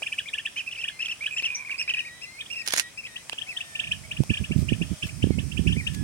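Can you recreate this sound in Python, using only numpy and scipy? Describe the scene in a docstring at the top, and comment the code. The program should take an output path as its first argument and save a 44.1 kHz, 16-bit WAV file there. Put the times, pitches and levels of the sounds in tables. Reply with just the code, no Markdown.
"""Bee-eaters on a bamboo perch

Two bee-eaters pip, yodel, peep and trill outdoors, each note a nearly pure tone of the syrinx.
Thin, drawn-out whistle tails follow their peeps, and their colony murmurs. Close by, stiff feathers
rustle and crack as wings flap, and a few sharp snaps sound. Insects hiss in the field, and later
wind buffets the right microphone port."""
import sys
import numpy as np
from scipy import signal
from scipy.fft import rfft, irfft, next_fast_len
from scipy.io import wavfile
from scipy.ndimage import map_coordinates

SR = 44100
rng = np.random.default_rng(int(sys.argv[2]) if len(sys.argv) > 2 else 0)


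def log_audio(samples):
    """Write samples as a 16-bit WAV file to the path given in sys.argv[1]."""
    # one column per channel
    frames = np.atleast_2d(samples).T
    # limit to full scale, then quantise
    limited = np.clip(frames, -1, 1)
    pcm = np.round(limited * 32767).astype(np.int16)
    wavfile.write(sys.argv[1], SR, pcm)


N = 265923


def amp(db):
    """Decibels to gain."""
    return 10 ** (np.asarray(db) / 20)


def unit(x):
    """Scale to rms 1."""
    return x / np.sqrt(np.mean(x ** 2) + 1e-20)


def curve(rows):
    """An automation lane: one value per sample from (t/s, value) rows."""
    return np.interp(np.arange(N) / SR, *np.transpose(rows))


def wobble(rate, size):
    """A smooth random curve, rate knots a second."""
    return map_coordinates(rng.standard_normal(int(size * rate / SR) + 4), [np.arange(size) * rate / SR])


def wander(size, depth_db, rate):
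    """An uneven gain, as from unsteady airflow."""
    return amp(depth_db * wobble(rate, size))


def noise(spectrum, size, channels=2):
    """Unrelated noises of rms 1, coloured by (f/Hz, level/dB) rows."""
    hz, db = np.transpose(spectrum)
    m = next_fast_len(size)
    gain = amp(np.interp(np.log(np.fft.rfftfreq(m, 1 / SR) + 1), np.log(hz), db))
    return unit(irfft(rfft(rng.standard_normal((channels, m))) * gain, m)[:, :size])


def sides(pan_db):
    """Left and right gains; a positive pan favours the left."""
    return amp([[pan_db / 2], [-pan_db / 2]])


def add(track, s, sound):
    """Mix a sound in at s seconds."""
    part = track[:, max(0, round(s * SR)):][:, :sound.shape[-1]]
    part += sound[..., :part.shape[1]]


def glide(length, start_hz, middle_hz, end_hz, jitter):
    """Phase of a slightly unsteady pitch arch, and the half sine of air pressure behind it."""
    u = np.linspace(0, 1, int(max(length, .004) * SR))
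    hz = np.polyval(np.polyfit([0, .5, 1], [start_hz, middle_hz, end_hz], 2), u)
    hz = hz * (1 + jitter * wobble(372, len(u)))
    return 2 * np.pi * np.cumsum(hz) / SR, np.abs(np.sin(np.pi * u))


def outdoors(x, wet_db, t60):
    """Ground and bushes scatter a short, thin echo."""
    t = np.arange(SR // 2) / SR
    tail = rng.standard_normal((2, len(t))) * amp(-60 * t / t60) * (t > .004)
    tail /= np.linalg.norm(tail, axis=1, keepdims=True)
    return x + amp(wet_db) * signal.fftconvolve(x, tail, axes=1)[:, :N]


def spaced(x, lead):
    """A sound reaches the left port lead samples before the right."""
    return np.array([x[0], map_coordinates(x[1], [np.arange(N) - lead])])


# Colours of the open air, the distant colony and the insects: f/Hz, level/dB
AIR_COLOUR = [(15, -49), (25, -12), (113, -1), (421, -12.5), (579, -10.5), (849, -13.5), (1470, -14.5),
              (2120, -9.5), (2510, -4.5), (3380, -28), (4000, -14), (5200, -40), (8800, -120)]
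COLONY_COLOUR = [(300, -16), (1200, -13.5), (1800, -9.5), (2500, -26.5), (3100, 1), (3800, -7.5),
                 (5000, -54)]
INSECT_COLOUR = [(2120, -4.5), (3600, -20.5), (4370, -0.5), (5300, 5.5), (7290, 1), (7950, 4.5), (9180, 5),
                 (10600, -5), (14600, -12), (15100, -22), (16000, -5)]
# Fader ride of the insect chorus: t/s, level/dB
INSECT_RIDE = [(0.0, -52), (0.3, -54.5), (3.11, -55.5), (3.22, -53), (4.99, -51), (6.03, -51.5)]


def field(insect_gain_db=4):
    """The ambience bed: low outdoor air, a murmur of distant birds and the hiss of insects."""
    air = amp(-56.5) * (noise(AIR_COLOUR, N) + noise(AIR_COLOUR, N, channels=1))
    colony = amp(-59.5) * wander(N, depth_db=3.5, rate=8.7) * noise(COLONY_COLOUR, N)
    chorus = amp(curve(INSECT_RIDE) + insect_gain_db) * wander(N, depth_db=0.76, rate=9.9)
    return air + colony + chorus * noise(INSECT_COLOUR, N) * sides(0.55)


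# Strength of the breeze: t/s, level/dB
BREEZE_RIDE = [(3.7, -77), (3.88, -52), (4.11, -57), (4.17, -51.5), (4.47, -55.5), (4.66, -39),
               (4.86, -43.5), (5.02, -74), (5.12, -48), (5.41, -35), (5.5, -42.5), (5.7, -32), (5.85, -46),
               (6.03, -35)]
# Eddies that hit the port: t/s, peak/dB, centre/Hz
EDDY_HITS = [(4.205, -7.5, 154), (4.306, -6.5, 134), (4.412, -15, 124), (4.511, -13.5, 155),
             (4.563, -8.5, 122), (4.59, -11, 120), (4.626, -21.5, 207), (4.722, -6, 160),
             (4.815, -14.5, 174), (4.916, -16, 119), (5.045, -24, 128), (5.242, -4.5, 175),
             (5.272, -10.5, 162), (5.307, -7.5, 196), (5.385, -19, 218), (5.594, -10, 140),
             (5.665, -10, 140), (5.769, -17, 176)]
# Colour of the wind rumble: f/Hz, level/dB
RUMBLE_COLOUR = [(15, -47), (25, -24), (70, 5), (168, 2), (230, -6), (372, -19), (741, -47), (900, -46),
                 (1170, -55), (1980, -120)]


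def wind(breeze_gain_db=12.5, wake_rise_s=0.014, wake_fall_s=0.019):
    """The breeze rumbles on the right port; each eddy pushes and pulls inside a swell of rumble."""
    clock = np.arange(N) / SR
    power = amp(curve([(3.5, -110), *BREEZE_RIDE]) + breeze_gain_db) ** 2
    out, t = np.zeros((2, N)), np.arange(-SR // 40, SR // 40) / SR
    for s, db, hz in EDDY_HITS:
        u = 2 * np.pi * hz * t
        pulse = -u * np.exp(-u * u / 2) - 0.31 * u * np.exp(-2 * u * u)  # round swing, steeper core
        add(out, s + t[0], amp(db) * pulse / pulse.max())
        away = (clock - s) / np.where(clock < s, wake_rise_s, wake_fall_s)
        wake_db = -18 + 0.13 * db  # stronger eddies rumble a little more
        power += amp(wake_db) ** 2 * np.exp(-2 * away ** 2)
    return (out + np.sqrt(power) * noise(RUMBLE_COLOUR, N)) * amp([[-30], [0]])


# Far-off tones, the drawn-out tails of the bee-eaters' peeps and a small bird's high calls:
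# t/s, length/s, start/Hz, middle/Hz, end/Hz, level/dB
DISTANT_TONES = [(1.0, 0.29, 1390, 1322, 1405, -64), (1.52, .24, 945, 1044, 1109, -55.5),
                 (3.4, 1.75, 734, 634, 637, -60.5)]
PEEP_TAILS = [(.88, 0.19, 2100, 2080, 2200, -54), (1.825, 0.57, 1960, 1915, 2195, -50.5),
              (2.545, 0.37, 1935, 1860, 1990, -50), (3.06, .16, 1830, 1870, 2034, -51.5),
              (3.515, 0.381, 1893, 1805, 1830, -50.5), (5.28, 0.065, 2080, 2170, 2050, -51),
              (5.8, 0.33, 1900, 1710, 1730, -52.5)]
SMALL_BIRD_CALLS = [(1.322, 0.071, 7360, 7450, 6600, -46.5), (1.548, 0.013, 5450, 5920, 5900, -29.5)]


def whistles(rows, octave_db, jitter, drop=0):
    """Thin whistled tones; each starts sharp by the share drop and settles onto its arch."""
    out = np.zeros((2, N))
    for s, length, start_hz, middle_hz, end_hz, db in rows:
        phase, push = glide(length, start_hz, middle_hz, end_hz, jitter)
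        t = np.arange(len(phase)) / SR
        bend_hz = 8 * wobble(18, len(t)) + drop * start_hz * np.exp(-t / .018)
        phase += 2 * np.pi * np.cumsum(bend_hz) / SR
        tone = np.sin(phase) + amp(octave_db) * np.sin(2 * phase)
        envelope = push ** 0.028 * wander(len(t), depth_db=2.8, rate=24)
        add(out, s, amp(db) * unit(tone * envelope))
    return out


# Soft feather brushes as the birds shift: t/s, length/s, level/dB, whoosh against slide/dB
FEATHER_BRUSHES = [(.005, 0.035, -59, 4.5), (4.545, .11, -55, -25), (5.031, 0.077, -53.5, -31),
                   (5.93, 0.037, -49, -22)]


def brushes(gain_db=5):
    """Feathers slide over each other and push a little air."""
    out = np.zeros((2, N))
    for s, length, db, whoosh_db in FEATHER_BRUSHES:
        size = int(length * SR)
        slide = noise([(500, -11), (2500, 5), (8000, 3), (16000, -7.5)], size)
        whoosh = noise([(100, -27), (400, 7), (700, 2), (1500, -46)], size)
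        grainy_swell = unit(np.hanning(size) * wander(size, depth_db=3.5, rate=250))
        add(out, s, amp(db + gain_db) * grainy_swell * (slide + amp(whoosh_db) * whoosh))
    return out


def cracks(rows, spectrum, rise_s, t60, gain_db, puff_gain_db):
    """Short noise bursts, each with its own colour, over a dull puff of air."""
    out, t = np.zeros((2, N)), np.arange(SR // 20) / SR
    envelope = (1 - np.exp(-t / rise_s)) ** 2 * amp(-60 * t / t60)
    envelope /= envelope.max()
    for s, db, puff_db in rows:
        colour = [(hz, level + rng.normal(0, 1.8)) for hz, level in spectrum]
        crack = 0.63 * (noise(colour, len(t)) + noise(colour, len(t), channels=1))
        puff = noise([(40, -45), (150, -36), (350, 5), (900, 1.5), (2500, -20)], len(t), channels=1)
        burst = crack + amp(puff_db + puff_gain_db) * puff
        add(out, s + 0.00065, amp(db + gain_db) * envelope * burst)
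    return out


# Dry snaps, as of a bill, and light bill ticks: t/s, level/dB, puff against crack/dB
BILL_SNAPS = [(3.2955, -19, -18), (3.3305, -26.5, -8), (4.2348, -29.5, 0), (5.9465, -50, -20)]
BILL_TICKS = [(.02, -44.5, 3), (.179, -52, -38), (.577, -41, -20), (1.083, -39, -37), (1.422, -32.5, -22)]
# Colour of both: f/Hz, level/dB
BILL_COLOUR = [(200, -0.5), (1000, -10.5), (2200, 3), (4000, 5), (6500, -7.5), (11000, -13), (16000, -27)]


def bills():
    """Bills click: sharp snaps to the right, softer ticks in the centre."""
    snaps = cracks(BILL_SNAPS, BILL_COLOUR, rise_s=.0003, t60=.006, gain_db=-1.5, puff_gain_db=0)
    ticks = cracks(BILL_TICKS, BILL_COLOUR, rise_s=.0009, t60=.011, gain_db=0.5, puff_gain_db=5.5)
    return snaps * sides(-8) + ticks


# Wingbeats: t/s, length/s, rustle level/dB
WING_STROKES = [(2.662, 0.039, -33.5), (2.723, 0.089, -28)]
# Feather cracks in the wingbeats: t/s, level/dB, puff against crack/dB
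FEATHER_CRACKS = [(2.663, -25, -30), (2.675, -13.5, -33), (2.683, -16.5, -30), (2.705, -20, -39),
                  (2.722, -16.5, -34), (2.7355, -9, -18), (2.762, -14.5, -26.5), (2.774, -12, -42),
                  (2.7795, -11.5, -27), (2.787, -17, -26), (2.7955, -8, -38), (2.803, -24, -25)]
# Colour of stiff feathers: f/Hz, level/dB
FEATHER_COLOUR = [(120, -53), (200, -46), (340, -26), (647, -19), (986, -11), (1180, -16), (1530, -4),
                  (2910, -3), (3190, -5), (5130, -4.5), (6760, -4), (7410, -14), (9060, -7), (16000, -31.5)]


def wings(attack_db_per_s=2500, release_db_per_s=800):
    """Stiff feathers rustle through each wingbeat and crack, more brightly, against each other."""
    t, beats = np.arange(N) / SR, np.zeros(N)
    for s, length, db in WING_STROKES:
        before, after = np.maximum(s - t, 0), np.maximum(t - s - length, 0)
        beats += amp(db - attack_db_per_s * before - release_db_per_s * after)
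    rustle = amp(-5.5) * beats * wander(N, depth_db=2, rate=900) * noise(FEATHER_COLOUR, N)
    bright = [(hz, db + 3 * np.clip(np.log2(hz / 4000), 0, 2)) for hz, db in FEATHER_COLOUR]
    flaps = cracks(FEATHER_CRACKS, bright, rise_s=.0005, t60=.016, gain_db=-5, puff_gain_db=7.5)
    return (rustle + flaps) * sides(-6.5)


def voice(phase, octave_db):
    """A syrinx tone with three overtones, the octave strongest among them."""
    overtones = np.sin(2 * phase) + amp(-14) * np.sin(3 * phase) + amp(-22.5) * np.sin(4 * phase)
    return np.sin(phase) + amp(octave_db) * overtones


def note(length, pitches, octave_db, rough_db, swell):
    """One slurred note through three pitches; the second side of the syrinx roughens it."""
    phase, push = glide(length, *pitches, jitter=0.0092)
    size = len(phase)
    second_side = wobble(408, size) * np.cos(phase) + amp(-7.5) * wobble(284, size) * np.sin(phase * .7)
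    colour = [(1500, -10.5), (4000, 0), (5500, 5), (7200, -20), (9000, -4), (12000, -26), (16000, -21)]
    rasp = amp(-13.5) * noise(colour, size, channels=1)[0]
    tone = voice(phase, octave_db) + amp(rough_db) * (second_side + rasp)
    ripple = wander(size, depth_db=2.5, rate=260)
    ripple_by_direction = np.array([wander(size, depth_db=2, rate=190) for _ in range(2)])
    return amp(-2.5) * unit(tone * ripple * ripple_by_direction * push ** swell)


# Purring trills: t/s, length/s, top pitch/Hz, level/dB
TRILL_CUES = [(1.306, 0.042, 2546, -31.5), (1.47, 0.092, 2475, -32), (1.561, 0.078, 2375, -37),
              (1.738, 0.022, 2544, -32.5)]


def trills(flutter_hz=142, depth=0.55, sag=0.066):
    """Low, nearly flat notes in which the airflow flutters."""
    out = np.zeros((2, N))
    for s, length, hz, db in TRILL_CUES:
        end_hz = hz * (1 - sag)
        tone = note(length, (end_hz, hz, end_hz), octave_db=-29, rough_db=-16, swell=.3)
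        flutter = 1 + depth * np.cos(2 * np.pi * flutter_hz * np.arange(tone.shape[1]) / SR)
        add(out, s, amp(db) * tone * unit(flutter))
    return out * sides(-3.5)


# Smooth peeps: t/s, length/s, top pitch/Hz, level/dB, pan/dB, octave/dB
PEEP_CUES = [(0.257, 0.04, 2450, -38, 6, -30), (0.56, 0.046, 3144, -31.5, 1, -16),
             (.663, 0.035, 2630, -31, -4, -22), (0.763, .039, 2400, -43, 3, -11),
             (1.646, 0.044, 2466, -36.5, 1, -27), (1.779, .058, 2815, -31.5, -7, 1),
             (2.046, 0.047, 2500, -37.5, 1.5, -16), (2.213, 0.046, 2763, -36, 6.5, -7.5),
             (2.382, 0.042, 2523, -37, -2, -25), (2.501, 0.048, 2847, -31.5, -6, -11),
             (2.555, 0.035, 2750, -31, 4, -13), (2.579, 0.046, 2680, -33, 6, -8.5),
             (2.974, 0.037, 2720, -33, 6.5, -12.5), (3.032, 0.044, 2604, -35.5, 0, -14.5),
             (3.466, .065, 2650, -34, 0.5, -18), (4.036, 0.031, 2270, -45.5, -4, -24),
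             (5.03, 0.028, 2740, -47, 31.5, -12), (5.671, 0.051, 2780, -34.5, 1, -15),
             (5.762, 0.052, 2450, -32.5, 0, -26)]


def peeps(sag_per_s=3.8):
    """Clean arches of pitch; the longer the peep, the deeper its arch."""
    out = np.zeros((2, N))
    for s, length, hz, db, pan_db, octave_db in PEEP_CUES:
        end_hz = hz * (1 - sag_per_s * length)
        peep = note(length, (end_hz, hz, end_hz), octave_db, rough_db=-33, swell=0.29)
        add(out, s, amp(db) * sides(pan_db) * peep)
    return out


# Yodels, cued on the crack: t/s, climb/s, slide/s, reference pitch/Hz, level/dB, pan/dB
YODEL_CUES = [(.592, .027, 0.024, 2675, -28.5, -5.5), (.719, 0.0096, 0.019, 2900, -32, 0),
              (.756, 0.0087, 0.015, 2740, -35, 1), (.812, 0.036, 0.017, 2850, -31, -2),
              (1.018, 0.027, 0.022, 2807, -26, 4), (1.057, 0.012, 0.016, 2914, -27.5, -3.5),
              (1.111, 0.029, 0.021, 2826, -26.5, -0.5), (1.239, 0.032, 0.012, 2520, -29, -4.5),
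              (1.381, 0.018, 0.023, 2854, -23.5, 1.5), (1.45, .022, 0.026, 2830, -22, 1),
              (1.713, 0.018, 0.0199, 2490, -26.5, -2.5), (1.809, 0.022, 0.015, 2629, -26, 0),
              (1.897, 0.019, 0.019, 2730, -21.5, -1), (1.937, 0.00063, 0.016, 2670, -22, 0),
              (1.989, .023, 0.024, 2723, -24.5, 4)]


def yodels(gap_s=0.00204, octave_db_per_khz=31):
    """The voice climbs, fails for an instant, cracks into a higher register and slides down."""
    out = np.zeros((2, N))
    for s, climb_s, slide_s, hz, db, pan_db in YODEL_CUES:
        octave_db = -21 + octave_db_per_khz * (hz - 2700) / 1000  # higher notes are brighter
        climb_hz, slide_hz = hz * np.array([.83, .94, .94]), hz * np.array([1.17, .99, .884])
        gain = amp(db) * sides(pan_db)
        if climb_s > .004:
            climb = note(climb_s - gap_s, climb_hz, octave_db, rough_db=-15.5, swell=0.15)
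            crescendo = np.linspace(.45, 1, climb.shape[1])
            add(out, s - climb_s, gain * amp(-4) * unit(climb * crescendo))
        add(out, s, gain * note(slide_s, slide_hz, octave_db, rough_db=-12.5, swell=0.39))
    return out


# Quick rising pips, cued on the squeeze at mid-sweep: t/s, middle pitch/Hz, level/dB, pan/dB
PIP_CUES = [(0.03, 2610, -26, -3.5), (0.071, 2590, -25.5, 0.5), (.128, 2570, -25, -1.5),
            (.19, 2660, -22, -1), (0.288, 3380, -35, -4), (.341, 2710, -24, -1), (.387, 2670, -26, 0),
            (0.461, 2665, -24, -0.5), (0.843, 2676, -24.5, -1), (.886, 2750, -25.5, -0.5),
            (1.266, 2700, -22, -2), (2.412, 3240, -31.5, -1), (2.465, 3180, -41, -4), (3.067, 2900, -40, 1),
            (3.166, 2800, -31, 5), (3.328, 2850, -30.5, -2), (3.388, 2910, -28.5, -1),
            (3.421, 3000, -30.5, 10.5), (3.574, 3050, -26, 0.5), (3.612, 2690, -27.5, 1),
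            (3.758, 2650, -27.5, 1.5), (3.8, 2740, -23, -6.5), (3.843, 2535, -30, -3),
            (3.876, 2590, -32, 0), (3.921, 2720, -20, -2.5), (4.118, 2696, -27, 1), (4.173, 2640, -33, 0),
            (4.304, 2610, -23.5, -2.5), (4.342, 2660, -25.5, -4.5), (4.376, 2697, -27.5, 0.5),
            (4.446, 2700, -31, 1), (4.522, 2564, -29, 1), (4.692, 2670, -26, -6.5), (4.733, 2590, -30.5, 6),
            (4.823, 2614, -27.5, 1), (5.031, 2726, -26, -4.5), (5.095, 2330, -37.5, -1),
            (5.231, 2720, -27.5, 3.5), (5.392, 2650, -30.5, -4.5), (5.523, 2810, -40, -18),
            (5.578, 2750, -34.5, -21), (5.677, 2605, -24, -2), (5.728, 2980, -27.5, 4),
            (5.874, 2760, -23.5, 6)]
# How firmly the pips are closed: t/s, level/dB
CLOSING_RIDE = [(0, -4), (.4, 5.5), (1.3, 3), (3, -2.5), (4, -2.5), (4.4, 1), (6, -3.5)]


def pips(length=.023, close_delay_s=0.0036, ceiling_hz=3700):
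    """Both sides of the syrinx sweep up and beat together; a soft low note closes each pip."""
    out = np.zeros((2, N))
    rasp_colour = [(1500, -1.5), (4000, -7), (6000, -1), (9300, 7), (12000, -13), (16000, -26)]
    for s, hz, db, pan_db in PIP_CUES:
        top_hz = min(hz * 1.37, ceiling_hz)  # levels off at the top of the bird's range
        phase, push = glide(length, hz * .82, hz, top_hz, jitter=0.027)
        t = np.arange(len(phase)) / SR - length / 2
        # the beat peaks near the squeeze and differs with direction
        offset = rng.normal(0, 0.082) + 0.22 * rng.standard_normal((2, 1))
        beat = 2 * np.pi * (rng.uniform(170, 322) * t + offset)
        sweep = voice(phase, octave_db=-26.5) + amp(-4.5) * np.sin(phase + beat)
        rasp = amp(-25) * noise(rasp_colour, len(t))
        swell = 0.6 * push + push ** 4  # soft lead-in, sharp squeeze
        gain = amp(db) * sides(pan_db)
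        add(out, s - length / 2, gain * amp(-4) * unit((sweep + rasp) * swell))
        closing = gain * amp(np.interp(s, *np.transpose(CLOSING_RIDE)))
        phase, push = glide(0.018, 1742, 1759, 1690, jitter=0.041)  # the low closing note
        add(out, s + close_delay_s, closing * amp(-20.5) * unit(np.sin(phase) * push))
        # the upper side lingers
        phase, push = glide(0.022, top_hz * .85, top_hz * .9, top_hz * .855, jitter=0.019)
        add(out, s + close_delay_s, closing * amp(-21.5) * unit(np.sin(phase) * push))
    return out


# How much sooner the left port hears the birds: t/s, lead/samples
LEFT_LEAD = [(0, 1.5), (1.3, 3.5), (3.1, 5.5), (6.03, 7)]


def scene():
    """The mix: field, wind, far-off tones, wet whistles, nearly dry movement and the main calls."""
    lead = curve(LEFT_LEAD)
    calls = outdoors(spaced(pips() + yodels() + peeps() + trills(), lead), wet_db=-11.5, t60=.2)
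    tails = whistles(PEEP_TAILS, octave_db=-8, jitter=.002, drop=.17)
    high = whistles(SMALL_BIRD_CALLS, octave_db=-42, jitter=0.01)
    whistled = outdoors(spaced(tails + high, lead), wet_db=-3, t60=0.13)
    wavering = whistles(DISTANT_TONES, octave_db=-6, jitter=0.0729)
    far = amp(-3) * outdoors(wavering, wet_db=-2.5, t60=0.96)
    movement = spaced(bills(), lead) + spaced(wings(), lead=-8) + brushes()
    close = outdoors(movement, wet_db=-22, t60=.12)
    return field() + wind() + far + whistled + close + calls


def record(dry, low_cut_hz=42, top_hz=15950):
    """The microphone sheds the deepest bass, and nothing passes above the band limit."""
    m = next_fast_len(N + 8192)
    thinned = signal.sosfilt(signal.butter(2, low_cut_hz, "highpass", fs=SR, output="sos"), dry)
    return irfft(rfft(thinned, m) * (np.fft.rfftfreq(m, 1 / SR) < top_hz), m)[:, :N]


dry = scene()
out = record(dry)
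log_audio(out)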